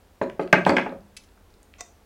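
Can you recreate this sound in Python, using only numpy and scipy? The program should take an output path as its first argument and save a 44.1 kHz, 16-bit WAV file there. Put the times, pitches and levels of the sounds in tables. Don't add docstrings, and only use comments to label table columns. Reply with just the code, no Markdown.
import sys
import numpy as np
from scipy import signal
from scipy.fft import rfft, irfft
from scipy.io import wavfile

SR = 44100
rng = np.random.default_rng(int(sys.argv[2]) if len(sys.argv) > 2 else 0)


def int16_out(signal):
    q = np.round(np.clip(np.atleast_2d(signal).T, -1, 1) * 32767)
    wavfile.write(sys.argv[1], SR, q.astype(np.int16))


N = 90404
T = np.arange(N) / SR

# t/s, thud level/dB, contact cut-off/Hz, bar level/dB, favoured f/Hz, its boost/dB
WHIP_KNOCKS = [(0.2143, -9, 794, -28.5, 409, 4.5), (0.3949, -12, 770, -27, 360, 3.5),
               (0.5276, -1, 3000, -0.5, 900, 3.5), (0.665, -3.5, 1020, -15.5, 860, 6),
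               (.6948, -6, 1210, -14, 680, 0), (0.7178, -7, 513, -24, 566, 5),
               (.767, -12.5, 2620, -6.5, 190, 6.5), (.782, -12, 1960, -12, 200, 2.5),
               (.862, -16, 1100, -48.5, 700, -2), (.922, -27, 800, -47, 543, 4.5)]
# t/s, length/s, level/dB
CHAIN_RATTLES = [(0.214, 0.029, -55), (.396, 0.041, -51.5), (0.661, 0.051, -37), (0.762, 0.039, -45.5)]
# f/Hz, relative level/dB
CHAIN_SPECTRUM = [(1000, -6), (2500, 11.5), (4500, -1.5), (7000, -5), (9500, -12.5), (12000, -23),
                  (16000, -32.5)]
# t/s, level/dB, f/Hz
LINK_RINGS = [(0.218, -39, 3960), (.2245, -44.5, 6880), (.236, -40.5, 4050), (.415, -45, 3900),
              (.533, -47, 10050), (.54, -41.5, 11300), (.6942, -19.5, 4580), (.895, -43, 4020)]
# t/s, level/dB, centre f/Hz
STEEL_TICKS = [(0.2983, -32.5, 1850), (0.476, -33.5, 2110), (.5279, -18, 4780), (0.651, -20, 3020),
               (0.68, -45, 5044), (0.6933, -31.5, 6200), (.763, -44, 6000), (.7672, -17.5, 2900),
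               (0.7711, -29.5, 5500), (0.783, -24, 2760), (.813, -38.5, 4800), (1.0073, -55, 4460),
               (1.289, -52.5, 3500), (1.376, -50.5, 1574), (1.504, -55, 4920), (1.54, -48.5, 4510),
               (1.6302, -43.5, 7910), (1.739, -36.5, 2200)]
# t/s, level/dB
CASSETTE_CLINKS = [(1.1668, -3.5), (1.1703, -3), (1.1733, -8.5), (1.236, -19), (1.243, -24)]
RELEASE_KNOCKS = [(1.8053, -10), (1.8079, 2), (1.812, -4.5)]
# f/Hz, level/dB, t60/s
BENCH_MODES = [(126.9, -31, 0.24), (172.3, -18, .08), (259, -22.5, 0.11), (282, -23.5, 0.13),
               (337, -17.5, .045), (440, -23.5, .035), (561, -8.5, .045), (643, -13.5, 0.12),
               (842.2, -7.5, .05), (1017.6, -15.5, 0.046), (1250, -12.5, 0.056)]
BAR_MODES = [(1482, -16.5, 0.031), (1574, -9.5, 0.066), (1671, -9.5, .035), (2056, -9, .035),
             (2185, -7.5, 0.022), (2530, -14.5, .03), (2750, -27.5, 0.0067), (3230, -21, .025),
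             (4180, -40, 0.034)]
CASSETTE_MODES = [(2145, -44.5, 0.018), (2647, -49.5, 0.072), (3214, -54, 0.13), (4100, -47, 0.042),
                  (5300, -53, 0.15), (5179, -52, 0.038), (6040, -51, 0.085), (7671, -49, 0.058),
                  (9040, -61, 0.053), (10010, -47, 0.027), (10460, -46, .03), (12300, -65, .04)]
WRENCH_MODES = [(711, -45, .11), (1109, -43, .1), (2000, -38, .02), (2600, -40, .02), (3655, -45, .055),
                (4759, -47, .04), (6051, -34, .016), (6724, -43, .02), (7031, -39, .025), (7467, -41, .02),
                (8200, -39, .015), (14370, -59, .04)]
# f/Hz, relative level/dB
BENCH_CRACK_SPECTRUM = [(40, -10.5), (100, -8), (350, -2), (900, -4), (2400, -4.5), (3500, -19.5),
                        (7000, -24), (16000, -37)]
BAR_CRACK_SPECTRUM = [(500, -9.5), (1500, 7.5), (2400, 8.5), (3300, -4.5), (6500, -34.5), (9000, -38.5),
                      (16000, -43)]
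CASSETTE_CRACK_SPECTRUM = [(800, -16.5), (2200, 0.5), (5000, 3.5), (10000, -7.5), (16000, -26)]
WRENCH_CRACK_SPECTRUM = [(200, -6.5), (700, 9), (3000, -5), (7000, 9.5), (9500, -25.5), (16000, -23)]
# f/Hz, t60/s
TAIL_T60 = [(100, 1.3), (250, 0.1151), (700, 0.4144), (2000, 0.2228), (5000, 0.29), (14000, 0.5)]
# f/Hz, level/dB
TAIL_SPECTRUM = [(60, -20.5), (160, -8.5), (300, 4), (700, -8.5), (2000, -6), (5000, -7), (14000, -9)]
# f/Hz, level/dB, t60/s
STANDING_WAVES = [(128, -0.5, .6), (146, 3, .55), (181, 9.5, 0.51), (203, -3.5, 1.4), (238, 2, 0.66),
                  (335, -5, 0.5), (542.6, 0, 0.27), (588.6, -3.5, 0.32), (665, -2.5, .35),
                  (842, -3.5, 0.18)]
# f/Hz, relative level/dB
AIR_SPECTRUM = [(15, -30.5), (25, -6), (50, -2), (88, -4.5), (112, -16.5), (160, -18.5), (195, -13),
                (305, -16.5), (450, -17), (780, -20.5), (1170, -24), (3000, -32), (7000, -37), (15500, -40)]


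def from_db(db):
    return 10 ** (np.asarray(db) / 20)


def at_hz(points, hz):
    f, value = np.transpose(points)
    return np.interp(np.log(np.maximum(hz, 1)), np.log(f), value)


def noise(spectrum):
    colour = from_db(at_hz(spectrum, np.fft.rfftfreq(N, 1 / SR)))
    x = irfft(rfft(rng.standard_normal(N)) * colour, N)
    return x / x.std()


def dying(t60):
    return np.exp(-np.minimum(np.log(1000) * T / t60, 60))


def later(x, s):
    return np.concatenate([np.zeros(int(s * SR)), x])[:N]


def filtered(x, hz, kind):
    return signal.sosfilt(signal.butter(2, hz, kind, fs=SR, output="sos"), x + 1e-18)


def rms_one(x, length):
    return x / np.sqrt(np.sum(x ** 2) / (length * SR) + 1e-18)


def strike(modes, crack, crack_db, crack_t60, spread_db=1.5):
    scatter_db = rng.normal(0, spread_db, len(modes))
    ring = sum((-1) ** k * from_db(db + scatter_db[k]) * np.sin(2 * np.pi * hz * T) * dying(t60)
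               for k, (hz, db, t60) in enumerate(modes))
    return ring + from_db(crack_db) * noise(crack) * dying(crack_t60)


def whip_on_bench(spot_q=4.6, bar_top_hz=4470, bench_low_hz=118):
    out = np.zeros(N)
    for s, thud_db, contact_hz, bar_db, spot_hz, spot_db in WHIP_KNOCKS:
        thud = strike(BENCH_MODES, BENCH_CRACK_SPECTRUM, crack_db=-5.5, crack_t60=0.082)
        thud = filtered(thud, contact_hz, "low")
        favoured = signal.lfilter(*signal.iirpeak(spot_hz, spot_q, fs=SR), thud)
        thud += (from_db(spot_db) - 1) * favoured
        bar = strike(BAR_MODES, BAR_CRACK_SPECTRUM, crack_db=-17.5, crack_t60=0.047)
        bar = filtered(bar, bar_top_hz, "low")
        out += later(from_db(thud_db) * thud + from_db(bar_db) * bar, s)
    return signal.lfilter(*signal.butter(1, bench_low_hz, "high", fs=SR), out)


def chain_rattle(contacts_per_s=2300):
    out = np.zeros(N)
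    for s, length, db in CHAIN_RATTLES:
        contacts = (rng.random(N) < contacts_per_s / SR) * rng.standard_normal(N) * (T < length)
        link_click = noise(CHAIN_SPECTRUM) * dying(t60=0.015)
        rattle = signal.fftconvolve(contacts, link_click)[:N]
        out += later(from_db(db) * rms_one(rattle, length), s)
    return out


def loose_steel(band_ratio=1.27, link_spread_hz=130):
    out = np.zeros(N)
    for s, db, hz in STEEL_TICKS:
        burst = rng.standard_normal(N) * dying(t60=0.0074)
        tick = filtered(burst, [hz / band_ratio, hz * band_ratio], "band")
        out += later(from_db(db) * tick / np.abs(tick).max(), s)
    for s, db, hz in LINK_RINGS:
        modes_hz = hz + link_spread_hz * rng.normal(size=(4, 1))
        ring = np.sin(2 * np.pi * modes_hz * T).mean(axis=0)
        out += later(from_db(db) * ring * dying(t60=0.02), s)
    return out


def cassette_clinks(gain_db=1):
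    out = np.zeros(N)
    for s, db in CASSETTE_CLINKS:
        clink = strike(CASSETTE_MODES, CASSETTE_CRACK_SPECTRUM, crack_db=-38, crack_t60=0.037)
        out += later(from_db(gain_db + db) * clink, s)
    return out


def wrench_slide(start_s=1.783, length_s=0.024, catches_per_s=2000, swell_db_per_s=110, level_db=-50):
    catches = (rng.random(N) < catches_per_s / SR) * rng.choice([-1, 1], N) * (T < length_s)
    swell = from_db(swell_db_per_s * np.minimum(T, length_s))
    ring = strike(WRENCH_MODES, WRENCH_CRACK_SPECTRUM, crack_db=-31, crack_t60=0.013)
    scrape = signal.fftconvolve(catches * swell, ring)[:N]
    scrape = filtered(scrape, hz=6030, kind="low")
    return from_db(level_db) * later(rms_one(scrape, length_s), start_s)


def wrench_release():
    out = np.zeros(N)
    for s, db in RELEASE_KNOCKS:
        knock = strike(WRENCH_MODES, WRENCH_CRACK_SPECTRUM, crack_db=-31.5, crack_t60=0.017)
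        out += later(from_db(db) * knock, s)
    return out


def room(x, echo_s=0.0045, echo_db=-16.5, gap_s=0.0054, build_s=0.0022):
    hz = np.fft.rfftfreq(N, 1 / SR)
    white = rfft(rng.standard_normal(N))
    build_up = 1 - np.exp(-T / build_s)
    edges_hz = np.geomspace(40, 18000, 22)
    tail = np.zeros(N)
    for low, high in zip(edges_hz, edges_hz[1:]):
        centre = np.sqrt(low * high)
        band = irfft(white * ((hz >= low) & (hz < high)), N)
        band *= dying(at_hz(TAIL_T60, centre)) * build_up
        band *= np.sqrt(2 * (high - low) / SR / np.sum(band ** 2))
        tail += from_db(at_hz(TAIL_SPECTRUM, centre)) * band
    for mode_hz, db, t60 in STANDING_WAVES:
        decay = dying(t60)
        tail += from_db(db) * 2 * np.cos(2 * np.pi * mode_hz * T) * decay / decay.sum()
    reflection = from_db(echo_db) * later(x, echo_s)
    return reflection + later(signal.fftconvolve(x, tail)[:N], gap_s)


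def scene(held_room_db=-3.5, air_db=-56):
    on_bench = whip_on_bench() + chain_rattle() + loose_steel()
    held = cassette_clinks() + wrench_slide() + wrench_release()
    reverb = room(on_bench + from_db(held_room_db) * held)
    room_tone = from_db(air_db) * noise(AIR_SPECTRUM)
    return (on_bench + held + reverb + room_tone)[None]


def record(dry):
    top_cut = signal.ellip(10, 0.1, 80, 16000, fs=SR, output="sos")
    return signal.sosfilt(top_cut, np.clip(dry, -1, 1))


dry = scene()
out = record(dry)
int16_out(out)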